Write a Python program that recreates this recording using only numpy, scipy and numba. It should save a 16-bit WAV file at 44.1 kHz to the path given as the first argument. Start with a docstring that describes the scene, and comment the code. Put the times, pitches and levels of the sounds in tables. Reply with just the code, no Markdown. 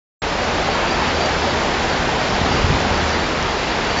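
"""Heavy rain on a flooded street, heard from a high window through a mono phone.
After a moment of silence the sound cuts in: banded noise roars as far rain on water, dense decaying sines
crackle and plop as nearer drops, wavering harmonics drone as an idling engine, low noise rumbles as wind.
Soon a far bird chirps in gliding sines with a noise-tail echo; then big drops splash as ringing sines and
close drops tick as very short bright rings. Past the middle, windowed low sines buffet the microphone."""
import sys
import numpy as np
from scipy import signal
from scipy.fft import rfft, irfft
from scipy.io import wavfile
from scipy.ndimage import uniform_filter1d
from numba import njit

SR = 44100
rng = np.random.default_rng(int(sys.argv[2]) if len(sys.argv) > 2 else 0)


def transcribe(u):
    """Save the signal u as a 16-bit wav file named by the first command-line argument.

    u: samples, shape (n,) or (channels, n), limited to [-1, 1]; the rate is SR.
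    q: integer samples, one column per channel.
    """
    v = np.clip(np.atleast_2d(u).T, -1, 1)
    q = np.round(v * 32767).astype(np.int16)
    wavfile.write(sys.argv[1], SR, q)


def boost(x):
    """Linear amplitude factor 10**(x/20) for a level x in decibels (scalar or array-like)."""
    u = np.asarray(x, float) / 20
    return 10 ** u


N = 176400  # four seconds of samples

# Spectrum of rain roaring on water, relative until the roar is levelled: frequency_hz, density_db (per Hz)
ROAR_SPECTRUM = [(18, -22.5), (30, -4.5), (45, -4.5), (65, -6), (105, -9), (200, -5.5), (275, -7.5),
                 (400, -5.5), (600, -6), (850, -6.5), (1050, -9), (1500, -10), (2500, -14.5), (4000, -18.5),
                 (5000, -20), (6300, -26.5), (7600, -30)]
# Strength of the downpour, shared by roar and nearer drops: time_s, level_db
DOWNPOUR_LEVEL = [(.23, -21), (.6, -20), (.95, -19), (1.3, -19), (1.7, -19.5), (2.1, -19.5), (2.5, -18.5),
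                  (2.65, -19.5), (2.9, -19), (3.3, -20), (3.6, -20.5), (4, -19.5)]
# Engine tones before load and waver: harmonic (multiple of the firing rate), level_db (rms)
ENGINE_TONES = [(1, -34.5), (2, -48.5), (3, -38)]
# Engine load, as lift of the lowest tone: time_s, lift_db
ENGINE_LOAD = [(.22, -4), (.5, 3), (.75, -9), (1.05, 4.5), (1.4, 1), (1.85, 2), (2.05, -7), (2.7, -2.5),
               (2.9, 6), (3.5, 0.5), (3.75, -8.5), (4, 0)]
# Wind rumble on the microphone, before its fast flutter: time_s, level_db
GUST_LEVEL = [(.22, -45), (1.6, -40), (2.0, -30.5), (2.2, -34), (2.4, -27.5), (2.55, -27), (2.72, -26),
              (2.9, -32), (3.2, -45.5), (4, -47)]
# Single thumps of wind: centre_s, level_db (of the envelope top), pitch_hz
WIND_BUFFETS = [(1.999, -18.5, 58), (2.337, -17, 190), (2.417, -16, 115), (2.44, -20, 60),
                (2.512, -14, 100), (2.545, -16, 165), (2.57, -20, 45), (2.615, -21, 50), (2.647, -9, 100),
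                (2.67, -15, 80), (2.705, -15, 115), (2.725, -14, 140), (2.745, -13.5, 65)]
# Notes of the far bird, before throb and echo: start_s, length_s, level_db (rms), pitch_hz (mid-note)
BIRD_NOTES = [(.39, .05, -41, 4600), (.69, .08, -41, 4620), (.865, .022, -32, 4670),
              (.897, .026, -30.5, 4730), (.93, .03, -38, 4620), (1.0, .1, -42, 4600),
              (1.15, .025, -37, 4720), (1.2, .045, -33.5, 4680), (1.245, .028, -34, 4600),
              (1.478, .04, -37, 4640), (1.893, .055, -35, 4590), (1.955, .04, -40, 4620),
              (2.178, .045, -36, 4610), (2.235, .022, -36, 4580), (2.495, .018, -36, 4770),
              (2.515, .028, -33.5, 4610), (2.553, .025, -34, 4590), (2.585, .022, -38, 4620),
              (2.95, .022, -34, 4630), (2.98, .02, -36, 4610), (3.1, .045, -37, 4630),
              (3.195, .026, -33, 4590), (3.237, .026, -35, 4670), (3.695, .055, -36, 4630),
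              (3.842, .022, -34.5, 4620), (3.882, .04, -37, 4600), (3.968, .036, -28, 4600)]
# Big drops splashing into the flood nearby: start_s, level_db (initial amplitude), pitch_hz
BIG_DROPS = [(.689, -14.5, 783), (.754, -16, 940), (.917, -12, 765), (.964, -16, 923), (1.022, -14, 842),
             (1.269, -16, 753), (1.441, -14, 800), (1.472, -14, 566), (1.845, -15, 765), (2.089, -13, 864),
             (2.131, -14, 742), (2.474, -14.5, 758), (2.514, -12, 837), (2.85, -12, 793), (2.983, -15, 794)]
# Single drops ticking near the phone: start_s, level_db (of the strike)
CLOSE_TICKS = [(.894, -17), (1.213, -15), (1.261, -14), (1.892, -17), (2.543, -16), (2.804, -17),
               (2.955, -17), (2.977, -16), (3.093, -12), (3.427, -11), (3.989, -12)]

SWELL_DB, SHARED_DB, FLICKER_DB = .2, .3, .6  # roar: all bands, neighbouring bands, each band alone
FIRING_HZ, DRONE_WOBBLE, DRONE_WAVER_DB = 78.6, .006, 2  # wobble is a fraction of pitch
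GUST_TOP_HZ, GUST_FLUTTER_DB, BUFFET_CYCLES = 240, 2, .65
CHIRP_SAG_HZ_PER_S, CHIRP_WAVER_HZ, CHIRP_THROB_DB, CHIRP_EDGE_S = 1000, 35, 1.5, .007
ECHO_DB, ECHO_T60_S = -7, .45
SPLASH_CYCLES = 7.  # cycles to fall by a factor e
TICK_HZ, TICK_T60_S = 5700, .0025
STARTS_S, START_FADE_S = .2185, .0031
TOP_HZ, TOP_EDGE_HZ = 7445, 35


def level(x, db):
    """Scale to an rms level."""
    return x * boost(db) / np.sqrt(np.mean(x ** 2))


def curve(rows):
    """Join (time_s, value) rows with straight lines."""
    return np.interp(np.arange(N) / SR, *np.array(rows, float).T)


def walk(rate):
    """Smooth random drift: levels held 1 / rate s and slewed twice; spread near 1."""
    hold = int(SR / rate)
    steps = np.repeat(rng.standard_normal(N // hold + 1), hold)
    return 1.32 * uniform_filter1d(uniform_filter1d(steps, hold), hold)[:N]


def roar():
    """Far rain: overlapping half-octave noise bands swell together, drift with neighbours, flicker alone."""
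    f = np.maximum(np.fft.rfftfreq(N, 1 / SR), 1)
    hz, db = np.array(ROAR_SPECTRUM).T
    colour = boost(np.interp(np.log(f), np.log(hz), db, left=-90))
    out, swell, shared = 0, walk(1.5), walk(6)
    for step in range(19):
        share = np.cos(np.pi / 2 * np.clip(2 * np.log2(f / 20) - step, -1, 1))
        shared = .8 * shared + .6 * walk(6)  # each band inherits its lower neighbour's drift
        band = irfft(rfft(rng.standard_normal(N)) * colour * share, N)
        out = out + band * boost(SWELL_DB * swell + SHARED_DB * shared + FLICKER_DB * walk(14))
    return level(out, 0)


@njit
def grains(start, hz, cycles, size):
    """Decaying sines, one per drop, each falling by a factor e in the given cycles."""
    out = np.zeros(N)
    for k in range(len(start)):
        turn = np.exp(2j * np.pi * hz[k] / SR - hz[k] / (cycles * SR))
        z = size[k] + 0j
        for i in range(int(start[k]), min(N, int(start[k] + 6 * cycles * SR / hz[k]))):
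            z *= turn
            out[i] += z.imag
    return out


def patter(per_s, db, spread_db, hz, octaves, cycles):
    """Dense brief plinks scattered in time, size and pitch (octaves is the pitch spread)."""
    count = int(per_s * N / SR)
    pitch = np.clip(hz * 2 ** (octaves * rng.standard_normal(count)), 300, 9000)
    size = boost(spread_db * np.clip(rng.standard_normal(count), -2, 2))
    plinks = grains(rng.random(count) * N, pitch, cycles, size)
    highpass = signal.butter(2, 250, "highpass", fs=SR, output="sos")
    return level(signal.sosfilt(highpass, plinks), db)


def drops():
    """Nearer rain, levelled against the roar: fine crackle, and rounder plops of big drops on deep water."""
    crackle = patter(per_s=1500, db=-12.5, spread_db=3, hz=2524, octaves=.93, cycles=.9)
    plops = patter(per_s=140, db=-14, spread_db=3, hz=860, octaves=.3, cycles=3.5)
    return crackle + plops


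def drone():
    """A nearly steady engine note with its overtones; load lifts the lowest tone most."""
    phase = 2 * np.pi * np.cumsum(FIRING_HZ * (1 + DRONE_WOBBLE * walk(3))) / SR
    load_db, out = curve(ENGINE_LOAD), 0
    for k, db in ENGINE_TONES:
        tone_db = db + load_db / k + DRONE_WAVER_DB * walk(7.98)
        out = out + np.sqrt(2) * boost(tone_db) * np.sin(k * phase)
    return out


def wind():
    """Low noise rumble that follows the gusts, with soft thumps made of bell-shaped low sines."""
    t = np.arange(N) / SR
    band = signal.butter(2, [36, GUST_TOP_HZ], "bandpass", fs=SR, output="sos")
    rumble = level(signal.sosfilt(band, rng.standard_normal(N)), 0)
    out = rumble * boost(curve(GUST_LEVEL) + GUST_FLUTTER_DB * walk(25.01))
    for centre, db, hz in WIND_BUFFETS:
        bell = np.exp(-((t - centre) * hz / BUFFET_CYCLES) ** 2)
        out = out + boost(db) * bell * np.sin(2 * np.pi * hz * (t - centre))
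    return out


def bird():
    """Wavering, throbbing chirps that sag in pitch, smeared by the house fronts as a decaying noise tail."""
    t = np.arange(N) / SR
    waver, throb, out = CHIRP_WAVER_HZ * walk(90), boost(CHIRP_THROB_DB * walk(160)), 0
    for start, length, db, hz in BIRD_NOTES:
        shape = np.clip(np.minimum(t - start, start + length - t) / CHIRP_EDGE_S, 0, 1)
        sag = CHIRP_SAG_HZ_PER_S * np.clip(t - start - length / 2, -.1, .1)
        phase = 2 * np.pi * np.cumsum(hz - sag + waver) / SR
        out = out + np.sqrt(2) * boost(db) * shape * np.sin(phase)
    direct = out * throb
    tail = rng.standard_normal(SR // 2) * boost(-60 * t[:SR // 2] / ECHO_T60_S)
    echo = signal.fftconvolve(direct, tail / np.linalg.norm(tail))[:N]
    return direct + boost(ECHO_DB) * echo


def splashes():
    """A round, short plop for each big drop, as one decaying sine."""
    start, db, hz = np.array(BIG_DROPS, float).T
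    return grains(start * SR, hz, SPLASH_CYCLES, boost(db))


def ring(x, hz, t60):
    """One decaying mode, set off by its input."""
    pole = np.exp(2j * np.pi * hz / SR - np.log(1000) / (t60 * SR))
    return signal.lfilter([1], [1, -pole], x).imag


def ticks():
    """A sharp bright click for each close drop: a struck mode and a softer one an octave below."""
    hits = np.zeros(N)
    for start, db in CLOSE_TICKS:
        hits[int(start * SR)] = boost(db)
    return ring(hits, TICK_HZ, TICK_T60_S) + .5 * ring(hits, TICK_HZ / 2, TICK_T60_S)


def scene():
    """All sources reach the one microphone, which feeds both channels."""
    rain = (roar() + drops()) * boost(curve(DOWNPOUR_LEVEL))
    mono = rain + drone() + wind() + bird() + splashes() + ticks()
    return np.array([mono, mono])


def roll_off(x):
    """The treble ends steeply here."""
    return signal.sosfilt(signal.butter(12, 8780, fs=SR, output="sos"), x)


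def record(dry):
    """The sound starts abruptly; the phone cuts the top sharply."""
    opened = dry * np.clip((np.arange(N) / SR - STARTS_S) / START_FADE_S, 0, 1)
    f = np.fft.rfftfreq(2 * N, 1 / SR)
    lowpass = np.cos(np.pi / 2 * np.clip((f - TOP_HZ) / TOP_EDGE_HZ, 0, 1)) ** 2
    mix = irfft(rfft(opened, 2 * N) * lowpass)[:, :N]
    return roll_off(mix)


dry = scene()
out = record(dry)
transcribe(out)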